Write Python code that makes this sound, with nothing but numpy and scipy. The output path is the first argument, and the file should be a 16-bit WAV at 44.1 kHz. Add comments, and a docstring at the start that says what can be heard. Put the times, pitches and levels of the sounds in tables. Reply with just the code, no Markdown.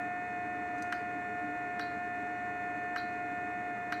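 """A steady pump whine over a rush of fan air and a faint mains hum: a liquid cooling unit in a room.
The whine is a stack of tones on multiples of the pump's shaft rate; the cabinet colours the air.
A finger brushes and touches a button on the front, then makes four presses. Each snaps, knocks the
panel and leaves a thin metallic ring, likely the return spring, with a short room tail behind it."""
import sys
import numpy as np
from scipy import signal
from scipy.fft import rfft, irfft
from scipy.io import wavfile

SR = 44100
rng = np.random.default_rng(int(sys.argv[2]) if len(sys.argv) > 2 else 0)


def to_wav(s):
    """Save 16-bit WAV."""
    ch = np.atleast_2d(s).T  # columns
    pcm = np.round(np.clip(ch, -1, 1) * 32767)  # PCM
    wavfile.write(sys.argv[1], SR, pcm.astype(np.int16))


N = 176400
T = np.arange(N) / SR
HIT_T = T[:SR // 2]   # half a second for each one-shot
BOUNCE_S = 0.01   # gap between the spring's two slaps


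def from_db(db):
    """Decibels to gain."""
    return 10 ** (np.asarray(db) / 20)


def drift(rate):
    """Smooth random modulation of unit spread, rolling off above rate in Hz."""
    step, run_in = 40, 2000
    pole = np.exp(-2 * np.pi * rate * step / SR)
    white = rng.standard_normal(N // step + run_in + 2)
    slow = signal.lfilter([1], [1, -2 * pole, pole * pole], white)[run_in:]
    return np.interp(np.arange(N) / step, np.arange(len(slow)), (slow - slow.mean()) / slow.std())


def noise(spectrum, size):
    """Noise shaped by points of Hz and dB per Hz, falling away below the first point."""
    hz, db = np.transpose(spectrum)
    f = np.maximum(np.fft.rfftfreq(size, 1 / SR), 1)
    gain = from_db(np.interp(np.log(f), np.log(hz), db)) * np.minimum(f / hz[0], 1) ** 2
    return irfft(rfft(rng.standard_normal(size)) * gain, size) * np.sqrt(SR / 2)


def tones(rows):
    """Steady sines from rows of Hz and rms level in dB."""
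    return np.sqrt(2) * sum(from_db(db) * np.sin(2 * np.pi * (hz * T + rng.random())) for hz, db in rows)


def decay(t60):
    """Envelope that loses 60 dB in t60 seconds."""
    return np.exp(-np.log(1000) * HIT_T / t60)


def burst(spectrum, t60, rise_s):
    """A contact excites many close, short-lived modes, heard as a tick of coloured noise."""
    x = noise(spectrum, size=len(HIT_T))
    return x / x.std() * decay(t60) * (1 - np.exp(-HIT_T / rise_s))


def add(track, s, sound):
    """Mix a sound in at s seconds."""
    part = track[int(s * SR):][:len(sound)]
    part += sound[:len(part)]


def pump():
    """A whine of tones locked to the shaft, each swaying and fluttering in level on its own."""
    # Shaft speed. Each row: time in seconds, turns per second.
    shaft = [(0, 89.3), (0.29, 89.6), (0.37, 89), (0.5, 89.7), (0.72, 89.11), (1.35, 89.09), (1.5, 89.27),
             (1.59, 89.0), (1.68, 89.16), (1.77, 88.97), (1.94, 88.3), (2.03, 89.15), (2.12, 88.95),
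             (2.3, 89.4), (2.66, 89.15), (2.8, 89.2), (3.1, 89.09), (3.24, 89.0), (3.45, 89.3),
             (3.66, 89.3), (3.78, 88.5), (4, 89.3)]
    # Partials of the whine. Each row: multiple of the shaft rate, base level in dB.
    partials = [(1, -67), (7, -65), (8, -39.5), (12, -60), (14, -67.5), (16, -48.5), (20, -45.5),
                (21, -69.5), (22, -58.5), (24, -55.5), (25, -66), (26, -70), (28, -54), (29, -73.5),
                (30, -83.5), (31, -83.5), (32, -71.7), (40, -76), (48, -81), (72, -83.5), (84, -84.4),
                (85, -88.5), (86, -84.5)]
    # One overtone dips as the listening point shifts in the room's standing waves.
    # Each row: time in seconds, level offset in dB.
    shifting = [(0, 0.5), (0.25, -4.5), (0.6, -3), (0.8, 0.5), (2.0, 0), (3.0, 0), (3.7, 0), (4.0, -6)]
    vane_order, shifting_order = 8, 16
    speed = np.interp(T, *np.transpose(shaft)) + 0.025 * drift(rate=10)
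    angle = 2 * np.pi * np.cumsum(speed) / SR
    whine = 0
    for order, db in partials:
        sway_db = 0.7 * (0.34 if order == vane_order else 1) * drift(rate=1.6)   # vane tone sways least
        if order == shifting_order:
            sway_db += np.interp(T, *np.transpose(shifting))
        flutter_db = 0.65 * drift(rate=12)
        whine += from_db(db + sway_db + flutter_db) * np.sin(order * angle + rng.uniform(0, 2 * np.pi))
    return np.sqrt(2) * whine


def mains_hum():
    """A faint hum at the mains frequency and its octave."""
    # Hum tones. Each row: frequency in Hz, level in dB.
    hum = [(60, -76.5), (120, -61.5)]
    return tones(hum)


def fans():
    """Slightly turbulent air, coloured by the cabinet's resonances, and faint motor tones."""
    # Air through the cabinet. Each row: frequency in Hz, base level in dB per Hz.
    air = [(25, -104.5), (40, -95), (60, -89), (100, -81), (150, -80), (180, -79), (207, -71), (255, -78),
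           (300, -64), (350, -77.5), (390, -78), (430, -69.5), (490, -83), (560, -85.5), (640, -77),
           (710, -78.5), (800, -80), (1000, -83.5), (1300, -85), (1600, -84.5), (2000, -85), (2350, -89.0),
           (2520, -89), (2700, -101.2), (2880, -99.2), (3050, -107.9), (3400, -104.3), (4200, -106.8),
           (4900, -112.7), (6300, -108.1), (8000, -111.9), (9500, -118.0), (10400, -123.8), (11200, -119.6),
           (15000, -123.7)]
    # Fan motor tones. Each row: frequency in Hz, level in dB.
    motors = [(1530, -69), (1653, -66), (1697, -72), (2250, -69.5)]
    lift_db, turbulence_db = 0.5, 0.5
    return noise(air, size=N) * from_db(lift_db + turbulence_db * drift(rate=14)) + tones(motors)


def touch(t60, rise_s):
    """A fingertip meets a button with a light, bright tick."""
    # Colour of the touch. Each row: frequency in Hz, relative level in dB.
    colour = [(2000, -18), (3800, -10), (4700, -3), (5300, -12), (6100, 4), (7200, -11), (8000, -4),
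              (9500, -17), (12000, -16), (15000, -28)]
    return burst(colour, t60, rise_s)


def snap():
    """The button gives way with a crisp click."""
    # Colour of the snap. Each row: frequency in Hz, relative level in dB.
    colour = [(900, -15.5), (2000, -3), (2700, -3), (3500, 2.5), (4500, -1), (4900, -5), (5600, -3),
              (7200, -15.5), (8300, -11), (9800, -22.5), (12000, -19.5), (15000, -27)]
    return burst(colour, t60=0.014, rise_s=0.00079)


def knock(pitch):
    """The button bottoms out: the panel's modes swell for a moment and die quickly."""
    # Front panel modes. Each row: base frequency in Hz, relative level in dB, t60 in seconds.
    panel = [(1160, -16.5, 0.03), (1406, -7.5, 0.016), (1525, -1.5, 0.012), (1835, -10, 0.02),
             (2297, -22, 0.021), (2927, -23, 0.023)]
    rise_s = 0.0011
    ring = sum(from_db(db) * decay(t60) * np.sin(2 * np.pi * hz * pitch * HIT_T) for hz, db, t60 in panel)
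    return ring * (1 - np.exp(-(HIT_T / rise_s) ** 2))


def slap(pitch):
    """The spring slaps with a short, bright ping, coloured a little differently each time."""
    # Modes of the ping. Each row: base frequency in Hz, relative level in dB, t60 in seconds.
    modes = [(4100, -2.5, 0.017), (4340, -8, 0.016), (5750, -9, 0.013), (11200, -17, 0.008),
             (12250, -13, 0.0084)]
    spread_db, rise_s = 1.0, 0.0006
    ping = 0
    for hz, db, t60 in modes:
        gain = from_db(db + rng.normal(0, spread_db))
        ping += gain * decay(t60) * np.sin(2 * np.pi * hz * pitch * HIT_T)
    return ping * (1 - np.exp(-(HIT_T / rise_s) ** 2))


def spring(pitch):
    """A cluster of close modes builds up between the two slaps and rings on as the coils chatter."""
    # Return spring modes. Each row: base frequency in Hz, relative level in dB, t60 in seconds.
    modes = [(3220, -18, 0.18), (3780, -14.5, 0.16), (3900, -11.5, 0.15), (3890, -7, 0.2),
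             (4086, -8.5, 0.27), (4195, -11.5, 0.36), (4240, -14, 0.38), (4402, -13.5, 0.22),
             (4535, -13.5, 0.19), (4540, -7, 0.13), (4790, -19, 0.12), (5300, -21, 0.09),
             (5600, -17.5, 0.095), (12410, -30, 0.1)]
    detune_hz = 8
    ring = 0
    for hz, db, t60 in modes:
        chatter_db = 3.5 * drift(rate=150)[:len(HIT_T)]
        turns = (hz * pitch + rng.normal(0, detune_hz)) * HIT_T + rng.random()
        ring += from_db(db + chatter_db) * decay(t60) * np.sin(2 * np.pi * turns)
    return ring * np.minimum(HIT_T / BOUNCE_S, 1)


def buttons():
    """Light touches; then for each press a snap, a knock, two slaps and the spring's ring."""
    # The fingertip brushes, then touches. Each row: start in seconds, gain in dB, rise and t60 in seconds.
    touches = [(0.7780, -59, 0.003, 0.1), (0.8220, -42, 0.00054, 0.022)]
    # Button presses. Each row: start in seconds, gains of knock, snap, spring and slap in dB,
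    # slap delay in seconds, pitch ratios of spring and panel.
    presses = [(0.9238, -14, -32, -58.5, -47, 0.017, 1.09, 1.03),
               (1.7945, -17.5, -36, -42.5, -43, 0.0095, 1.0, 1.0),
               (2.9603, -14, -36, -41.5, -40.5, 0.012, 1.0, 1.0),
               (3.9227, -13.5, -32.5, -47.5, -42, 0.0077, 1.0, 1.012)]
    knock_delay_s = 0.000883
    out = np.zeros(N)
    for s, db, rise_s, t60 in touches:
        add(out, s, from_db(db) * touch(t60, rise_s))
    for s, knock_db, snap_db, spring_db, slap_db, slap_delay, spring_pitch, panel_pitch in presses:
        add(out, s, from_db(snap_db) * snap())
        add(out, s + knock_delay_s, from_db(knock_db) * knock(panel_pitch))
        add(out, s + slap_delay, from_db(spring_db) * spring(spring_pitch))
        for bounce in range(2):
            add(out, s + slap_delay + bounce * BOUNCE_S, from_db(slap_db) * slap(spring_pitch))
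    return out


def room(x):
    """The direct sound, followed by two near echoes and a short tail that are slightly duller."""
    # Reflections off nearby surfaces. Each row: delay in seconds, gain in dB.
    echoes = [(0.0030, -16), (0.0063, -9)]
    tail_db, damping_hz = -9, 17640
    fade = decay(t60=0.44)
    tail = rng.standard_normal(len(HIT_T)) * fade * (HIT_T > echoes[-1][0])
    response = tail * from_db(tail_db) / np.linalg.norm(fade)
    for s, db in echoes:
        response[int(s * SR)] += from_db(db)
    response = signal.sosfilt(signal.butter(1, damping_hz, fs=SR, output="sos"), response)
    return x + signal.fftconvolve(x, response)[:N]


def scene():
    """Close by, in mono: the running unit as a dry bed, the buttons on top with room reverb."""
    return (pump() + mains_hum() + fans() + room(buttons()))[None]


def record(dry):
    """A steep low-pass takes off the very top."""
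    cutoff_hz = 15150
    return signal.sosfilt(signal.ellip(10, .1, 80, cutoff_hz, fs=SR, output="sos"), dry)


dry = scene()
out = record(dry)
to_wav(out)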